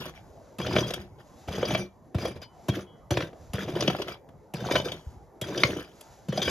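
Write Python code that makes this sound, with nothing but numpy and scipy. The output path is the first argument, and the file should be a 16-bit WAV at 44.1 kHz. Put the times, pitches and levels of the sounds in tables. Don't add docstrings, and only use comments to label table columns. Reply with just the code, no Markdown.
import sys
import numpy as np
from scipy import signal
from scipy.fft import rfft, irfft, next_fast_len
from scipy.io import wavfile
from scipy.ndimage import uniform_filter1d, map_coordinates

SR = 44100
rng = np.random.default_rng(int(sys.argv[2]) if len(sys.argv) > 2 else 0)


def put_to_file(sound):
    columns = np.atleast_2d(sound).T
    safe = np.clip(columns, -1, 1)
    whole_steps = np.round(safe * 32767)
    wavfile.write(sys.argv[1], SR, whole_steps.astype(np.int16))


N = 286644

# (bite [s], jam [s], length of pull [s], soil at the jam [dB], grit at the jam [dB], rise up to the jam [dB],
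#  fade over the pull [dB], pitch shift of loose pieces [octaves], pitch round which stray notes lie [Hz],
#  scrape ring [dB], bite [dB], bite thud [dB], its nominal pitch [Hz], jam thud [dB], its nominal pitch [Hz])
STROKES = [(0.584, .776, 0.27, -26.5, -29, 7.5, 20.5, 0.13, 3060, -2, -32.5, -21.5, 181, -15, 158.4),
           (1.475, 1.722, 0.083, -29, -31.5, 5.5, 3, 0.15, 5200, -3.5, -48.5, -23.5, 101, -20, 161.4),
           (2.145, 2.251, 0.054, -31, -34, 8, 5.5, -.2, 3860, -2.5, -39, -12.5, 120, -32.5, 183),
           (2.683, 2.772, 0.026, -35.5, -37.5, -3, 2, -0.23, 6580, -1.5, -28.5, -10, 137.3, -36, 179),
           (3.106, 3.166, 0.063, -33.5, -37.5, -9, -3.5, -0.018, 2370, 1.5, -24, -13.5, 129, -17.5, 134),
           (3.533, 3.875, 0.12, -30.5, -34, 3.5, 6, 0.053, 2610, -6, -27.5, -17.5, 129, -14, 181.7),
           (4.537, 4.752, 0.22, -25.5, -30, 16, 17.5, .35, 3470, 2, -29.5, -23, 164.4, -23.5, 184.8),
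           (5.413, 5.637, 0.16, -28.5, -32, 9.5, 8, -0.16, 4740, -2, -23, -23, 139.7, -15, 140.5),
           (6.284, 6.377, 0.12, -33.5, -36.5, 10, -5.5, 0.23, 3470, 2.5, -38, -15.5, 162, -24.5, 195)]
# (frequency [Hz], level [dB], t60 when undamped [s])
STEEL_MODES = [(1138, -14, .06), (1560, -8, .09), (2345, -4, .15), (3012, -6.5, .38), (3280, -6, .3),
               (3590, 0, .1), (4262, -10, .07), (4899, -3, .11), (5672, -9, .15), (6032, -6, .12),
               (6510, -14, .16), (10000, -16, .14), (10900, -19, .1), (12420, -21, .12)]


def drags():
    # (frequency [Hz], relative level [dB per Hz])
    soil_spectrum = [(30, -68), (60, 3.5), (100, 7), (160, 7), (270, -1), (390, 3.5), (600, -2.5),
                     (850, -12), (1400, -26), (3000, -52)]
    grit_spectrum = [(400, -10), (900, -1.5), (1500, 3), (2600, -1.5), (3500, 7), (4200, -19.5),
                     (6000, -8.5), (7300, -41.5), (8500, -48), (10200, -13), (13200, -15.5), (14300, -18),
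                     (16000, -29.5)]
    # (frequency [Hz], level [dB], t60 [s])
    handle_modes = [(131, -5, 0.18), (157.7, -3, 0.3), (193, -6, 0.22), (357.2, -8, 0.13),
                    (555, -8, 0.0377)]
    soil_gain, grit_gain = effort()
    piece_octaves, _, ring_db = by_stroke()

    crunch = soil_gain * grains(rate=2400, spread_db=1.5, clump_rate=140, clump_db=3.0)
    clods = soil_gain * lumps(count=1700, centre_hz=441.5, octaves=0.403, cycles=2.4,
                              spread_db=10, shift=piece_octaves)
    handle = rubbed(crunch, handle_modes, damping=1, flicker_rate=11, flicker_db=8.5)
    soil = amp(-7) * colour(crunch, soil_spectrum) + amp(-8.5) * clods + amp(-8.0) * handle

    slips = unit(amp(5.5 * np.tanh(.7 * wobble(170) + wobble(75))))
    scrape = slips * grains(rate=9000, spread_db=2, clump_rate=250, clump_db=4)
    grit = colour(grit_gain * scrape, grit_spectrum)
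    pebbles = grit_gain * slips * lumps(count=2200, centre_hz=2257, octaves=0.59, cycles=5.6,
                                        spread_db=7, shift=piece_octaves)
    cobbles = grit_gain * lumps(count=900, centre_hz=1310, octaves=.7, cycles=1.7,
                                spread_db=7.0, shift=piece_octaves)
    steel_force = amp(ring_db) * pressed(grit_gain) * scrape
    steel = rubbed(steel_force, STEEL_MODES, damping=4, flicker_rate=32, flicker_db=8)
    return soil + amp(-12.0) * grit + amp(-16.0) * pebbles + amp(-11.5) * cobbles + amp(-14) * steel


def effort():
    # (middle [s], half length [s], soil [dB], grit [dB])
    brief_scrapes = [(.005, 0.026, -36, -32.5), (0.069, 0.028, -40, -34.5), (0.166, 0.03, -68.5, -46.5),
                     (1.202, 0.019, -47.5, -51.5), (2.365, 0.012, -40.5, -42), (2.429, 0.019, -66, -45),
                     (4.007, 0.016, -41, -36), (4.099, 0.046, -38, -35), (5.825, 0.095, -73, -49.5)]
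    # (middle [s], half length [s])
    skips = [(0.915, 0.0084), (3.663, .014), (3.731, .02), (4.831, 0.016)]
    skip_db = -10
    rebound_s, rebound_half_s, rebound_db = 0.029, 0.022, -4
    attack_s = 0.005
    soil_release, grit_release = 311, 338
    crust_db, crust_decay_s = -7.5, 0.016
    crush_db, crush_decay_s = -12.5, 0.0094

    soil, grit, t = np.zeros(N), np.zeros(N), np.arange(SR) / SR
    stalled = rebound_db * np.exp(-((t - rebound_s) / rebound_half_s) ** 2)
    attack = np.minimum(t / attack_s, 1)
    for bite, jam, pull, soil_db, grit_db, rise_db, fade_db, _, _, _, bite_db, thud_db, *_ in STROKES:
        push = jam - bite
        shallow = rise_db * np.clip(1 - t / push, 0, 1)
        eased = fade_db * np.clip((t - push) / pull, 0, 1)
        free_s = np.maximum(t - push - pull, 0)
        course_db = stalled - shallow - eased
        crust = amp(bite_db + crust_db) * np.exp(-t / crust_decay_s)
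        crushed = amp(thud_db + crush_db) * np.exp(-t / crush_decay_s)
        add(soil, bite, attack * (crushed + amp(soil_db + course_db - soil_release * free_s)))
        add(grit, bite, attack * (crust + amp(grit_db + course_db - grit_release * free_s)))
    for s, half_length, soil_db, grit_db in brief_scrapes:
        swell = swell_at(s, half_length)
        soil += amp(soil_db) * swell
        grit += amp(grit_db) * swell
    skipped_db = skip_db * sum(swell_at(s, half_length) for s, half_length in skips)
    return soil * amp(skipped_db / 2), grit * amp(skipped_db)


def by_stroke():
    rows = np.array(STROKES)
    bites = rows[:, 0]
    stroke = np.maximum(np.searchsorted(bites, np.arange(N) / SR, side="right") - 1, 0)
    piece_octaves, ring_hz, ring_db = rows[:, 7:10].T
    return piece_octaves[stroke], ring_hz[stroke], ring_db[stroke]


def pressed(grit_gain):
    press_db = -44.5
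    return grit_gain * np.minimum(grit_gain / amp(press_db), 1)


def thuds():
    out, t = np.zeros(N), np.arange(SR // 8) / SR
    u = t / 0.014
    swell = (u * np.exp(1 - u)) ** 6.9 + 0.076 * u * np.exp(1 - u) ** 0.46
    for s, db, hz in blows():
        pitch = hz * (0.743 + 3 * np.exp(-t / 0.00535))
        add(out, s, amp(db - 3.5) * swell * np.sin(2 * np.pi * np.cumsum(pitch) / SR))
    return out


def blows():
    # (time [s], relative level [dB], nominal pitch [Hz])
    steps = [(0.983, -33.5, 103), (3.489, -34, 77.7), (5.061, -25.5, 86), (5.157, -39, 75.4)]
    lag_s = 0.0012
    bites = [(bite + lag_s, db, hz) for bite, *_, db, hz, jam_db, jam_hz in STROKES]
    jams = [(jam, jam_db, jam_hz) for bite, jam, *_, jam_db, jam_hz in STROKES]
    return bites + jams + steps


def bursts():
    # (time [s], relative level [dB], pitch [Hz])
    hard_clods = [(0.813, -20.5, 400), (1.649, -27, 604), (2.25, -20, 560), (2.275, -29, 480),
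                  (2.687, -19.5, 297), (2.767, -23.5, 370), (3.112, -20.5, 560), (3.76, -20.5, 425),
                  (3.845, -22.5, 397), (3.996, -23, 404), (4.858, -22.5, 424), (5.688, -25, 393),
                  (5.762, -24, 370), (6.326, -23, 447)]
    peak_s = 0.0041
    slope_db = 20.5
    out, t = np.zeros(N), np.arange(SR // 16) / SR
    force = t / peak_s * np.exp(1 - t / peak_s)
    for s, db, hz in hard_clods:
        spectrum = [(hz * 2. ** octave, -slope_db * abs(octave)) for octave in range(-3, 6)]
        add(out, s, amp(db - 6) * noise_burst(force, spectrum))
    return out


def stones():
    # (frequency [Hz], relative level [dB per Hz])
    knock_spectrum = [(80, -34.5), (250, -3.5), (600, 6.5), (1000, -10.5), (2000, -21.5)]
    crack_spectrum = [(500, -23), (1000, 3.5), (1800, -1), (3300, 1.5), (4500, -4.5), (6000, -3.5),
                      (7500, -27.5)]
    snap_spectrum = [(2500, -42), (4500, -13.5), (6200, -10.5), (7400, 0.5), (8600, -6.5), (10500, -4.5),
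                     (13000, -6), (16000, -33)]
    out, t = np.zeros(N), np.arange(SR // 16) / SR
    for s, db, knock_db, snap_db, ring_db, clink_hz in contacts():
        grind = np.interp(db, [-14, -4], [.007, .004])
        decay = np.exp(-(t / grind) ** 2) + 0.0064 * np.exp(-t / 0.0037)
        force = (1 - np.exp(-t / (0.27 * grind))) * decay
        crack = [(hz, level - 6 * abs(np.log2(hz / clink_hz))) for hz, level in crack_spectrum]
        parts = (crack, -6), (knock_spectrum, knock_db), (snap_spectrum, snap_db - 14.5)
        for spectrum, part_db in parts:
            add(out, s, amp(db + part_db) * noise_burst(force, spectrum))
        add(out, s, stone_note(t, db, clink_hz))
        ring = blade(damping=3.6, scatter_db=4, near_hz=clink_hz, focus_db=16)
        add(out, s, amp(db + ring_db - 2.5) * swelling(ring, 0.0016))
    return out


def contacts():
    # (time [s], relative level [dB], then over it: dull knock [dB], bright snap [dB],
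    # blade ring [dB]; clink pitch [Hz])
    stone_hits = [(0.5998, -26, 0.5, -8, -6, 1140), (0.6658, -27.5, 1.5, -21, 1, 3200),
                  (0.7309, -30, -9.5, -21, 4, 4600), (0.753, -32, 11, -21, -1, 2900),
                  (0.762, -13, -1.5, -17.5, 10, 1400), (0.7831, -19.5, 1.5, -37, 0.5, 3230),
                  (0.905, -23, -3.5, -3.5, -26, 3300), (0.9365, -20.5, -11, 1, -8, 2870),
                  (1.482, -31.5, 1.5, -10.5, -2, 1230), (1.6274, -30, 15, -12, 15, 1770),
                  (1.653, -30.5, -2, -14, 9, 4570), (1.706, -25.5, 5.5, -29, 0, 3030),
                  (1.7478, -17.5, 1.5, -44.5, 6, 1940), (2.145, -33.5, 8.5, -11, -2, 1420),
                  (2.1827, -30, 1, -4, -12, 1210), (2.2512, -35, 10, -21, -15, 3460),
                  (2.4166, -41.5, 4, 3, 4, 4830), (2.686, -31, 7, 4, -1, 6600),
                  (3.1068, -27, 4.5, -8, -14, 3160), (3.1705, -17, -0.5, -9, -29, 2430),
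                  (3.204, -23, -2.5, -12, -13, 1820), (3.2199, -23.5, -11, -26, -9, 1810),
                  (3.3288, -50, 11, -21, -9, 1230), (3.681, -37.5, 8.5, -15, -31, 2880),
                  (3.753, -38.5, -9, -26, 10.5, 2860), (3.8063, -18.5, -5.5, -9, 0.5, 5120),
                  (3.823, -20, -1, -27, -16, 3370), (3.877, -12, -3, -17, -3, 2955),
                  (3.8993, -18.5, -3, -35, 2, 1210), (3.947, -27.5, 4.5, -31, -7, 1390),
                  (4.018, -23, -6.5, -8, -11, 2900), (4.0817, -25, -5, -12.5, -17, 1520),
                  (4.2876, -46, -10, -4, 6, 1210), (4.71, -17.5, 1, -30, -13, 1870),
                  (4.7544, -10.5, -2.5, -30.5, -17, 1666), (4.7595, -13, -12, -22.5, 12, 1440),
                  (4.799, -29.5, 2, -18.5, 4, 3520), (4.883, -28, -10, -13, 0, 2530),
                  (4.9176, -25, -7, -5.5, 2, 3380), (5.5758, -27, -1, -9, 11.5, 5000),
                  (5.6346, -3, -16, -18, -27, 2153), (5.659, -27.5, -13, -23, -9, 1190),
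                  (6.0086, -40, -8, 12.5, -21, 4200), (6.324, -27, -15, -8, -7, 1480),
                  (6.375, -26, 9, -16, 7.5, 5000), (6.4173, -24, -5.5, -8, 7, 3670),
                  (6.4777, -22.5, 2.5, -18, 15, 1600)]
    # (level over the bite [dB], knock [dB], snap [dB], ring [dB], clink pitch [Hz])
    bite_tick = (-3.5, -2.5, 10, -10.5, 2803.5)
    tick_db, *tick_colour = bite_tick
    ticks = [(bite, bite_db + tick_db, *tick_colour) for bite, *_, bite_db, _, _, _, _ in STROKES]
    return ticks + stone_hits


def stone_note(t, db, clink_hz):
    # (multiple of its clink pitch, level [dB], t60 [s])
    note_modes = [(0.998, 9, 0.0097), (1.986, -8.5, 0.029)]
    note_db, grows = 0.5, 0.26
    note = sum(amp(level - 60 * t / t60) * np.sin(2 * np.pi * multiple * clink_hz * t)
               for multiple, level, t60 in note_modes)
    return amp(db + note_db + grows * db) * note * (1 - np.exp(-t / 0.0018))


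def sings():
    # (time [s], level [dB], mode [Hz])
    clear_notes = [(0.618, -40.5, 3280), (0.828, -35, 3280), (1.685, -41.5, 6032), (1.783, -45, 6032),
                   (2.698, -39, 3280), (4.772, -29.5, 3012), (5.415, -36, 3280), (6.419, -31.5, 3590),
                   (6.448, -32, 3280)]
    swell_s = 0.0091
    stray_db = -13
    out, t = np.zeros(N), np.arange(SR // 16) / SR
    modes = np.array(STEEL_MODES)[:, 0]
    _, grit_gain = effort()
    _, ring_hz, ring_db = by_stroke()

    start = rng.integers(0, N, 260)
    interval, size = np.clip(rng.standard_normal((2, len(start))), -2, 1.5)
    stray_gain = pressed(grit_gain)[start] * amp(stray_db + ring_db[start] + 2 * size)
    stray_hz = ring_hz[start] * 2 ** (.75 * interval)
    notes = [(s, amp(db), hz) for s, db, hz in clear_notes]
    notes += list(zip(start / SR, stray_gain, stray_hz))

    u = t / swell_s
    for s, gain, hz in notes:
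        nearest_hz = modes[np.argmin(abs(modes - hz))]
        add(out, s, gain * u * np.exp(1 - u) * np.sin(2 * np.pi * nearest_hz * t))
    return out


def lifts():
    # (time [s], relative level [dB], strongest mode [Hz], swell time constant [s])
    releases = [(0.158, -46, 2345, 0.013), (1.807, -31.5, 2345, 0.016), (1.803, -39, 6032, 0.0067),
                (1.813, -50, 5672, 0.0055), (2.421, -56, 3012, 0.0086), (2.421, -46, 4899, 0.0077),
                (2.857, -47, 3150, 0.036), (4.108, -40.5, 2345, .006), (4.922, -46, 3100, .006),
                (5.781, -47, 2910, 0.0065)]
    out = np.zeros(N)
    for s, db, hz, swell_s in releases:
        ring = blade(damping=1, scatter_db=1, near_hz=hz, focus_db=120)
        add(out, s, amp(db + 7.0) * swelling(ring, swell_s))
    return out


def blade(damping, scatter_db, near_hz, focus_db):
    t = np.arange(int(SR * .35 / max(damping, 1))) / SR
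    hz, db, t60 = np.transpose(STEEL_MODES)[:, :, None]
    db = db - np.minimum(focus_db * np.abs(np.log2(hz / near_hz)), 42)
    db = db + scatter_db * np.clip(rng.standard_normal(hz.shape), -1, 1)
    phase = 2 * np.pi * rng.random(hz.shape)
    return np.sum(amp(db - 60 * t * damping / t60) * np.sin(2 * np.pi * hz * t + phase), axis=0)


def spray():
    _, grit_gain = effort()
    sides = [lumps(count=4000, centre_hz=2710, octaves=0.54, cycles=6.1, spread_db=0.5) for side in "LR"]
    return amp(-15) * grit_gain * np.array(sides)


def dust():
    # (frequency [Hz], relative level [dB per Hz])
    dust_spectrum = [(1000, 7), (3000, -1), (5000, 1.5), (6400, 2.5), (7500, 3.5), (8600, -14.5),
                     (10500, -4.5), (13000, -6.5), (14500, -29.5)]
    # (thickest [s], level [dB], half length [s])
    clouds = [(0.368, -71, 0.48), (1.44, -62, 0.18), (2.642, -64, 0.087), (3.463, -67, 0.17),
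              (5.022, -65, 0.15), (6.069, -60.5, 0.2)]
    trickle_db = -75.5
    patter = grains(rate=11000, spread_db=3.5, clump_rate=22, clump_db=-1)
    crumbs = lumps(count=2500, centre_hz=900, octaves=.7, cycles=1.5, spread_db=6)
    falling = amp(trickle_db) + sum(amp(db) * swell_at(s, half_length) for s, db, half_length in clouds)
    return falling * (colour(patter, dust_spectrum) + amp(-11.5) * crumbs)


def ports(x):
    # (frequency [Hz], phase [radians])
    port_phase = [(300, 0), (2600, .15), (5000, 0), (6030, -.6), (6720, -.9), (7670, -2.7), (9300, -3.3),
                  (10200, -4.7), (12700, -4.6), (14500, -3.4)]
    # (frequency [Hz], phase [radians])
    heap_phase = [(300, 0.46), (1200, 0.2), (2150, 7), (2700, 2), (3500, 4.5), (4200, 8.5), (4900, 2.5),
                  (6100, 6.5), (8000, -3)]
    hz, t, z = signal.stft(x, SR, nperseg=512)
    place = np.interp(t, np.arange(N) / SR, leftward())
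    lean_db = along([(400, 1.2), (1200, 0.4), (3000, 3.5), (8000, -0.5)], hz)[:, None]
    lead = along(port_phase, hz)[:, None] + along(heap_phase, hz)[:, None] * place
    heard = []
    for side in (.5, -.5):
        turned = z * amp(side * lean_db) * np.exp(1j * side * lead)
        heard.append(signal.istft(turned, SR, nperseg=512)[1][:N])
    return np.array(heard)


def leftward():
    crossing_s = 0.95
    path = [(0.0054, 0.57)]
    for bite, jam, pull, *_ in STROKES:
        path += [(bite, 0), (jam + pull, min((jam + pull - bite) / crossing_s, 1))]
    return curve(path) ** 1.28


def bush(x):
    # (frequency [Hz], t60 [s])
    scatter_t60 = [(150, 0.22), (1000, 0.14), (4000, 0.14), (12000, 0.08)]
    wide_hz = 1200
    hz, t, z = signal.stft(rng.standard_normal((2, SR // 2)), SR, nperseg=256)
    side = z[1] * np.minimum(hz / wide_hz, 1)[:, None]
    decay = amp(-60 * t / along(scatter_t60, hz)[:, None])
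    tail = signal.istft(np.array([z[0] + side, z[0] - side]) * decay, SR, nperseg=256)[1]
    return signal.fftconvolve(x, tail / np.linalg.norm(tail[0]), axes=1)[:, :N]


def wind():
    # (frequency [Hz], relative level [dB per Hz])
    air_spectrum = [(20, -32), (50, -1.5), (90, 2), (140, -0.5), (250, -6), (600, -4.5), (900, -9),
                    (1400, -23.5), (2200, -29.5), (4000, -81.5), (12000, -37.5), (15000, -78.5)]
    # (time [s], level [dB])
    breeze = [(0, -53.5), (1.3, -55), (2, -57), (2.6, -53.5), (3, -55.5), (3.4, -53), (4.4, -56.5),
              (5.2, -54.5), (6.5, -55.5)]
    air = patchy(colour(rng.standard_normal((2, N)), air_spectrum), depth_db=3.5)
    mid, side = air * amp([[0], [-10]])
    return amp(curve(breeze)) * np.array([mid + side, mid - side])


def patchy(x, depth_db):
    z = signal.stft(x, nperseg=1024)[2]
    field = uniform_filter1d(rng.standard_normal(z.shape[1:]), size=5, axis=0)
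    field = uniform_filter1d(field, size=7, axis=1)
    return signal.istft(z * amp(depth_db * unit(field)), nperseg=1024)[1][:, :N]


def grains(rate, spread_db, clump_rate, clump_db):
    size = amp(spread_db * np.clip(rng.standard_normal(N), -2, 2)) * (rng.random(N) < rate / SR)
    clumps = amp(clump_db * np.clip(wobble(clump_rate), -2, 1.7))
    return unit(rng.choice([-1, 1], N) * size * clumps)


def lumps(count, centre_hz, octaves, cycles, spread_db, shift=0):
    start = rng.integers(0, N, (count, 1))
    pitch, size = np.clip(rng.standard_normal((2, count, 1)), -2, 1.8)
    hz = centre_hz * 2 ** (octaves * pitch + np.broadcast_to(shift, N)[start])
    n = np.arange(min(int(5 * cycles * SR / centre_hz), 1500))
    turns = hz * n / SR
    envelope = np.exp(-turns / cycles) * (1 - np.exp(-2 * turns))
    notes = amp(spread_db * size) * np.sqrt(hz) * np.sin(2 * np.pi * turns) * envelope
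    return unit(np.bincount((start + n).ravel(), notes.ravel(), minlength=N)[:N])


def rubbed(force, modes, damping, flicker_rate, flicker_db):
    out = np.zeros(N)
    for hz, db, t60 in modes:
        r = np.exp(-np.log(1000) * abs(damping / t60) / SR)
        flicker = np.tanh(wobble(flicker_rate) + .5 * wobble(3.104))
        drive = force * unit(amp(flicker_db * flicker))
        poles = [1, -2 * r * np.cos(2 * np.pi * hz / SR), r * r]
        out += amp(db) * np.sqrt(1 - r) * signal.lfilter([1, 0, -1], poles, drive)
    return out


def noise_burst(force, spectrum):
    burst = colour(force * rng.standard_normal(len(force)), spectrum)
    return burst * np.linalg.norm(force) / np.linalg.norm(burst)


def swelling(ring, swell_s):
    return ring * (1 - np.exp(-np.arange(len(ring)) / SR / swell_s))


def swell_at(middle, half_length):
    return np.exp(-((np.arange(N) / SR - middle) / half_length) ** 2)


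def wobble(rate):
    coarse = np.linspace(0, N, 8000)
    knots = rng.standard_normal(8000)
    return np.interp(np.arange(N), coarse, map_coordinates(knots, [coarse * rate / SR]))


def colour(x, spectrum):
    def response(hz):
        rolloff = np.maximum(hz / spectrum[-1][0], 1) ** 2
        gain = unit(amp(along(spectrum, hz)) / rolloff)
        cepstrum = irfft(np.log(gain + 1e-6))
        cepstrum[1:len(hz) - 1] *= 2
        cepstrum[len(hz):] = 0
        return np.exp(rfft(cepstrum))
    return filtered(x, response)


def filtered(x, response):
    size = 2 * next_fast_len(x.shape[-1] // 2 + 2048)
    return irfft(rfft(x, size) * response(np.fft.rfftfreq(size, 1 / SR)))[..., :x.shape[-1]]


def amp(db):
    return np.exp(np.asarray(db) * (np.log(10) / 20))


def unit(x):
    return x / np.sqrt(np.mean(x ** 2) + 1e-20)


def along(points, hz):
    f, v = np.transpose(points)
    return np.interp(np.log(hz + 1), np.log(f + 1), v)


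def curve(rows):
    s, value = np.transpose(rows)
    return np.interp(np.arange(N) / SR, s, value)


def add(track, s, sound):
    part = track[max(round(s * SR), 0):][:len(sound)]
    part += sound[:len(part)]


def scene():
    at_blade = drags() + bursts() + thuds() + stones() + sings() + lifts() + dust()
    digging = ports(at_blade) + spray()
    return digging + amp(-10.0) * bush(digging) + wind()


def record(dry):
    top_hz = 16200
    return filtered(dry, lambda hz: hz < top_hz)


dry = scene()
out = record(dry)
put_to_file(out)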